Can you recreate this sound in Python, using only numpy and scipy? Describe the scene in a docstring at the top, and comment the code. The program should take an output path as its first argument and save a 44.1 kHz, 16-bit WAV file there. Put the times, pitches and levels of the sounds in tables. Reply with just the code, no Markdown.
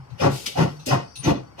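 """A steam tank engine pulls coaches at about three exhaust chuffs a second, over a faint rumble and rail ringing.
First an earlier boom dies away, a loose rod clinks and a soft puff of wind is heard, mostly on the left.
Then come five chuffs: hoot and hiss, a bark and throb of shaped noise, and a low boom of wavering tones.
Steam leaks and spits between the chuffs, and the rod clinks again; echoes follow the steam sounds.
Near the end the rod clinks loudest, the motion squeaks once and a weaker puff of wind follows."""
import sys
import numpy as np
from scipy import signal
from scipy.fft import rfft, irfft, next_fast_len
from scipy.io import wavfile
from scipy.ndimage import uniform_filter1d, map_coordinates

SR = 44100
rng = np.random.default_rng(int(sys.argv[2]) if len(sys.argv) > 2 else 0)


def materialize(psi):
    """Save the field psi as 16-bit PCM at rate SR to the path in sys.argv[1].

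    A 1-D psi becomes a single channel; in a 2-D psi each row is a channel.
    """
    bounded = np.clip(np.atleast_2d(psi).T, -1, 1)
    quanta = np.round(bounded * 32767).astype(np.int16)
    wavfile.write(sys.argv[1], SR, quanta)


N = 70560

# All spectra set the colour of a noise: (frequency [Hz], relative level per Hz [dB])
# Puffs of wind: (time [s], level [dB])
WIND_PUFFS = [(.138, -32), (1.202, -39.5)]
# Shape of a puff: (rise [s], hold [s], fall [dB/s]); then its spectrum
WIND_SHAPE = (0.053, 0.011, 590)
WIND_SPECTRUM = [(25, -40), (70, -8), (130, 6), (200, -13), (600, -72)]

# Spectrum of the rolling wheels
ROLLING_SPECTRUM = [(25, -27), (70, 4.5), (140, 1.5), (220, -5.5), (500, -5.5), (850, -4.5), (1400, -9.5),
                    (2200, -16), (5200, -33), (7000, -30.5), (10000, -39.5), (15500, -41)]
# Ringing of wheels and rails: (frequency [Hz], half-width [Hz], level [dB])
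RAIL_MODES = [(4510, 17, -66.5), (4850, 130, -69.5), (5300, 110, -63.5), (5794, 82, -65.5),
              (8460, 260, -77), (9350, 430, -76.5)]
# Extra gain of that ringing over time: (time [s], level [dB])
RAIL_LEVEL = [(0, -9), (.5, -3), (0.762, 2), (1.1, 4.5), (1.42, -2.5), (1.6, -5.5)]

# Echo from trees and buildings: (frequency [Hz], time to fall by 60 dB [s])
ECHO_FADE = [(130, 0.59), (400, 0.24), (1000, 0.21), (4000, 0.22), (12000, 0.38)]
# Loudness of that echo: (frequency [Hz], level [dB])
ECHO_LEVEL = [(130, -21.5), (400, -18), (1000, -16), (4000, -9), (12000, -25.5)]

# Microphone pair: (frequency [Hz], left minus right [dB])
BALANCE = [(150, 2), (330, -2), (520, 11), (740, -4), (1000, 3), (1250, 11.5), (1470, 7.5), (1750, 0.5),
           (2000, 7.5), (2700, -0.5), (4200, 4), (5400, 8.5), (7500, 6), (10000, 12), (14000, 15)]
# How alike the two sides are: (frequency [Hz], likeness [0 to 1])
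LIKENESS = [(150, 0.81), (400, 0.36), (1000, 1), (2800, 0.29), (4000, 0.49), (5600, 0.18), (10000, 0.083)]
# How late the left side is: (frequency [Hz], lag behind the right [ms])
LEFT_LAG = [(150, 0.63), (340, 0.2), (520, 1.185), (700, 0.76), (900, 1.43), (1300, 0.7), (1700, 0.85),
            (2600, 0.7), (5500, 0.618)]

# Knocks of a loose rod: (time [s], level added to the modes [dB])
CLINKS = [(.105, -23), (0.797, -13), (1.158, -2.5)]
# Shape of a knock: (rise [s], hold [s], fall [dB/s])
CLINK_SHAPE = (0.0059, 0.0047, 220)
# Ringing of a knock: (frequency [Hz], half-width [Hz], level [dB])
CLINK_MODES = [(2680, 115, -44.5), (3960, 450, -37.5), (4680, 110, -58), (5370, 180, -51),
               (6170, 430, -43.5), (8300, 1000, -53.5), (10800, 640, -55.5), (15020, 270, -57)]
# Squeak of the motion: (time [s], rise [s], hold [s], fall [dB/s])
SQUEAK_SHAPE = (1.166, 0.013, .042, 580)
# Ringing of the squeak: (frequency [Hz], half-width [Hz], level [dB])
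SQUEAK_MODES = [(9200, 56, -38.5)]

# Steam bursts at the cylinders: (time [s], rise [s], hold [s], fall [dB/s],
# hiss level [dB], sizzle level [dB], thud level [dB])
STEAM_SPITS = [(0.336, 0.071, 0.035, 60, -40.5, -40.5, -47), (.464, 0.0094, 0.0046, 403, -25, -31.5, -36.5),
               (0.863, 0.0079, 0.014, 307, -38.5, -33, -25.5)]
# Spectra of the three parts of a burst
SPIT_HISS = [(400, -25), (1650, -8), (2300, 3), (4000, 6), (6000, -0.5), (8000, -20), (15000, -25)]
SPIT_SIZZLE = [(1500, -26), (5000, 3.5), (7500, 2), (12000, -2), (14000, -6), (15800, -15)]
SPIT_THUD = [(40, -29), (110, -10), (260, -12), (550, -4.5), (900, -29), (2000, -62), (6000, -70)]

# Short notes as the valves open: (time [s], frequency [Hz], size of pitch drift [Hz], level [dB])
HOOTS = [(0.203, 539.4, 45, -25), (0.211, 5360, 350, -31.5), (.563, 725.5, 40, -24.5),
         (0.583, 900, 35, -23.5), (0.873, 258.4, 25, -24.5), (.873, 610, 32, -26.5),
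         (0.888, 5290, 440, -27.5), (1.241, 6064, 160, -29.5), (1.280, 298.5, 18, -15)]
# Shape of a hoot: (rise [s], hold [s], fall [dB/s])
HOOT_SHAPE = (0.012, 0.0065, 320)

# Exhaust beats: (time [s], rise of bark and throb [s], bark level [dB], hiss level [dB], hiss lead [s],
# throb level [dB], low boom level [dB], high boom level [dB], ring frequency [Hz], ring level [dB], ring hold [s])
CHUFFS = [(.240, 0.052, -19, -33.5, 0.031, -21, -18, -28, 134, -16, 0.093),
          (0.594, 0.04, -20.5, -33.5, 0.013, -21, -18, -16.5, 150, -29, 0.21),
          (0.919, 0.031, -19, -32.5, 0.033, -26.5, -20, -29.5, 134, -39.5, 0.11),
          (1.274, 0.049, -24.5, -31.5, 0.024, -20, -23, -26, 126, -31.5, .15),
          (1.627, 0.05, -22, -37.5, 0.024, -28.5, -38, -27, 135, -43, 0.07)]
# Boom already under way: (time [s], low level [dB], high level [dB], ring frequency [Hz],
# ring level [dB], ring hold [s])
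EARLIER_BOOM = (-.01, -43, -52, 135, -38, .04)
# Shapes of the parts of a chuff: (hold [s], fall [dB/s])
BARK_SHAPE = (.026, 285)
HISS_SHAPE = (0.055, 520)
THROB_SHAPE = (0.05, 296)
BOOM_SHAPE = (.022, 280)
# Spectra of the noisy parts of a chuff
BARK_SPECTRUM = [(150, -23), (400, -1.5), (560, 0), (1050, -1.5), (1250, -9.5), (1650, -11.5),
                 (2800, -23.5), (4000, -25.5), (7000, -30.5), (15000, -63)]
THROB_SPECTRUM = [(25, -38), (45, -28), (75, -4.5), (125, -1), (200, -0.5), (320, -8), (480, -4),
                  (900, -24.5), (3000, -66)]
HISS_SPECTRUM = [(300, -78), (1500, 0), (2800, 5), (4000, -0.5), (5300, -0.5), (6500, -4.5), (8000, -16),
                 (11500, -12.5), (15500, -30)]
# Chimney and smokebox resonances: (frequency [Hz], width [Hz], lift, negative for a gap [dB])
CHIMNEY = [(274.3, 22, 7), (356.5, 15.6, 5.5), (509, 28, -0.5), (567.4, 30, 5), (618, 28, -7.5),
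           (696.6, 32.6, 9.5), (824, 16, -1), (901, 20, 6.5), (1010, 19, 1), (1146, 43, 3), (1350, 21, 6.5),
           (1435, 17, 5.5), (1720, 41, -5.5), (1907, 150, 5), (2210, 51, -11), (2519, 44, 8.5),
           (2860, 43, 6)]

RISE_DB = 32.5  # climbed over one rise time
PATCHY_DB = 2.2  # unevenness of rushing noise from 1 kHz up, less below
ROLLING_DB, RAIL_FLICKER_DB = -51, 4
TAIL_DELAY_S = 0.049
WALL_DB, WALL_SPREAD_S = -18.5, 0.02  # reflections off the boiler, ballast and platform
JET_FLUTTER_DB, THUD_LATE_S = 0.9, 0.011
HISS_RISE_S, THROB_LATE_S, TURBULENCE_DB = 0.037, 0.001, 1.5
BOOM_LOW_HZ, BOOM_HIGH_HZ = 132.44, 160  # the two lowest modes of chimney and smokebox
BOOM_RISE_S, BOOM_LATE_S = 0.06, 0.016
BOOM_WANDER_RAD, BOOM_ROUGH_DB = 0.55, 1.8  # drift of phase and of level
RING_SAG_DB_PER_S, RING_STOP_DB_PER_S = 52, 600
TOP_HZ = 15850


def amp(db):
    """Turn decibels into gain."""
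    return 10 ** (np.asarray(db) / 20)


def unit(x):
    """Scale to an average (rms) size of 1."""
    return x / np.sqrt(np.mean(x ** 2) + 1e-20)


def along(points, hz):
    """Read a value between (frequency, value) points, on a log frequency axis."""
    f, v = np.transpose(points)
    return np.interp(np.log(hz + 1), np.log(f + 1), v)


def clock():
    """Time of every sample in seconds."""
    return np.arange(N) / SR


def wobble(rate):
    """A smooth random curve through `rate` random points a second."""
    return map_coordinates(rng.standard_normal(4096), [clock() * rate], mode="wrap")


def filtered(x, response):
    """Change each frequency of x by the given response."""
    m = next_fast_len(N + SR // 2)  # spare room for delayed sound
    return irfft(rfft(x, m) * response(np.fft.rfftfreq(m, 1 / SR)), m)[..., :N]


def envelope(start, rise, hold, fall):
    """Swell up to the start time, hold, then fall at a steady rate in dB."""
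    t = clock() - start
    swell_db = -RISE_DB * np.clip(-t / rise, 0, 6) ** 1.436
    fall_db = -fall * np.maximum(t - hold, 0)
    return amp(swell_db + fall_db)


def stereo_shares(hz):
    """Shares of common and opposite sound that give the two sides their likeness."""
    turn = np.arccos(np.clip(along(LIKENESS, hz), 0, 1)) / 2
    return np.array([np.cos(turn), np.sin(turn)])


def noise(gain):
    """Stereo noise of rms 1 with a given gain and likeness at each frequency."""
    mid, side = filtered(rng.standard_normal((2, N)), lambda hz: gain(hz) * stereo_shares(hz))
    return unit(np.array([mid + side, mid - side]))


def rush(spectrum, resonances=()):
    """Rushing noise in turbulent patches, lifted at any resonances."""
    def gain(hz):
        lift = sum(db * np.exp(-((hz - centre) / width) ** 2) for centre, width, db in resonances)
        return amp(along(spectrum, hz) + lift)

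    hz, t, z = signal.stft(noise(gain), SR, nperseg=512)
    # random patches, smoothed over frequency and then over time
    patches = uniform_filter1d(rng.standard_normal(z.shape[1:]), size=3, axis=0)
    patches = unit(uniform_filter1d(patches, size=7, axis=1))
    depth_db = PATCHY_DB * np.minimum(hz / 1000, 1)[:, None]
    return unit(signal.istft(z * amp(depth_db * patches), nperseg=512)[1][:, :N])


def ringing(modes, flicker_db=0):
    """Steel modes kept sounding by friction, each a narrow band of noise."""
    out = np.zeros((2, N))
    for centre, width, db in modes:
        band = noise(lambda hz: 1 / (1 + ((hz - centre) / width) ** 2))
        out += amp(db + flicker_db * wobble(11.42)) * band
    return out


def wind():
    """Soft low puffs of noise, 20 dB weaker on the right."""
    puffs = sum(amp(db) * envelope(s, *WIND_SHAPE) for s, db in WIND_PUFFS)
    return puffs * rush(WIND_SPECTRUM) * amp([[0], [-20]])


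def surroundings(x):
    """Trees and buildings return a diffuse tail, longest in the bass."""
    hz, t, z = signal.stft(rng.standard_normal((2, SR // 2)), SR, nperseg=256)
    t60 = np.maximum(along(ECHO_FADE, hz), 0.05)[:, None]
    common, opposite = stereo_shares(hz)[:, :, None] * z
    z = np.array([common + opposite, common - opposite])
    tail = signal.istft(z * 1000 ** (-t / t60), SR, nperseg=256)[1]
    wet = signal.fftconvolve(x, tail / np.linalg.norm(tail[0]), axes=1)[:, :N]
    return filtered(wet, lambda f: amp(along(ECHO_LEVEL, f)) * np.exp(-2j * np.pi * f * TAIL_DELAY_S))


def near_walls(x):
    """Weak early copies from surfaces too small to return the bass."""
    delays = rng.uniform(0.1, 1, (6, 2, 1)) * WALL_SPREAD_S  # six copies on each side

    def copies(hz):
        return hz / (hz + 400) * np.exp(-2j * np.pi * hz * delays).sum(axis=0)

    return amp(WALL_DB) * filtered(x, copies)


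def rolling():
    """The wheels rumble as noise whose level drifts slightly."""
    return amp(ROLLING_DB + 0.48 * wobble(8.3)) * rush(ROLLING_SPECTRUM)


def singing_rails():
    """Wheels and rails ring faintly in narrow bands that flicker and change level."""
    return ringing(RAIL_MODES, RAIL_FLICKER_DB) * amp(np.interp(clock(), *np.transpose(RAIL_LEVEL)))


def rod_clinks():
    """Knocks of a loose rod sound its steel modes in short bursts."""
    knocks = sum(amp(db) * envelope(s, *CLINK_SHAPE) for s, db in CLINKS)
    return ringing(CLINK_MODES) * knocks


def squeak():
    """The motion squeaks once, as friction sounds a narrow high band."""
    return ringing(SQUEAK_MODES) * envelope(*SQUEAK_SHAPE)


def cylinders():
    """Steam escapes low down as rushing noise, in a long leak or a sharp spit, each with a thud."""
    out = np.zeros((2, N))
    for s, rise, hold, fall, hiss_db, sizzle_db, thud_db in STEAM_SPITS:
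        jet = amp(hiss_db) * rush(SPIT_HISS) + amp(sizzle_db) * rush(SPIT_SIZZLE)
        out += jet * envelope(s, rise, hold, fall) * amp(JET_FLUTTER_DB * wobble(150))
        out += amp(thud_db) * rush(SPIT_THUD) * envelope(s + THUD_LATE_S, rise, hold, fall)
    return out


def hoots():
    """The first steam through a port sounds a short note of unsteady pitch."""
    out = np.zeros(N)
    for s, hz, drift_hz, db in HOOTS:
        pitch = hz + drift_hz * wobble(4 * drift_hz)
        note = np.sin(2 * np.pi * np.cumsum(pitch) / SR)
        out += amp(db) * note * envelope(s, *HOOT_SHAPE)
    return out


def boom(start, low_db, high_db, ring_hz, ring_db, ring_s):
    """Two air modes of the chimney beat unsteadily; another note rings on while steam still flows."""
    def tone(hz):
        return np.sin(2 * np.pi * (hz * clock() + rng.random()) + BOOM_WANDER_RAD * wobble(44.89))

    modes = amp(low_db) * tone(BOOM_LOW_HZ) + amp(high_db) * tone(BOOM_HIGH_HZ)
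    blast = modes * envelope(start, BOOM_RISE_S, *BOOM_SHAPE)
    sag = amp(-RING_SAG_DB_PER_S * np.maximum(clock() - start, 0))
    ring = amp(ring_db) * sag * tone(ring_hz) * envelope(start, BOOM_RISE_S, ring_s, RING_STOP_DB_PER_S)
    return amp(BOOM_ROUGH_DB * wobble(55)) * (blast + ring)


def exhaust():
    """The valve opens with a hiss, then the turbulent blast barks, throbs and booms through the chimney."""
    out = np.zeros((2, N)) + boom(*EARLIER_BOOM)
    for s, rise, bark_db, hiss_db, lead, throb_db, *low_notes in CHUFFS:
        hiss = amp(hiss_db) * rush(HISS_SPECTRUM, CHIMNEY) * envelope(s - lead, HISS_RISE_S, *HISS_SHAPE)
        bark = amp(bark_db) * rush(BARK_SPECTRUM, CHIMNEY) * envelope(s, rise, *BARK_SHAPE)
        throb = amp(throb_db) * rush(THROB_SPECTRUM, CHIMNEY)
        throb = throb * envelope(s + THROB_LATE_S, rise, *THROB_SHAPE)
        blast = (bark + throb) * amp(TURBULENCE_DB * wobble(260))
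        out += hiss + blast + boom(s + BOOM_LATE_S, *low_notes)
    return out


def microphones(x):
    """The left side hears the engine later, and mostly louder in the treble, than the right."""
    half = np.array([[0.5], [-0.5]])  # each side takes half of the difference

    def response(hz):
        gains = amp(half * along(BALANCE, hz))
        gains = gains / np.sqrt(np.mean(gains ** 2, axis=0))  # keep the power of the pair
        lag_s = along(LEFT_LAG, hz) / 1000
        return gains * np.exp(-2j * np.pi * hz * half * lag_s)

    return filtered(x, response)


def scene():
    """The engine with its echoes passes through the microphone pair; the wind is added after it."""
    steam = exhaust() + cylinders() + hoots()
    echoes = near_walls(steam) + surroundings(steam)
    running_gear = rolling() + singing_rails() + rod_clinks() + squeak()
    return microphones(steam + echoes + running_gear) + wind()


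def record(dry):
    """Nothing is kept from the top frequency upwards."""
    return filtered(dry, lambda hz: hz < TOP_HZ)


dry = scene()
out = record(dry)
materialize(out)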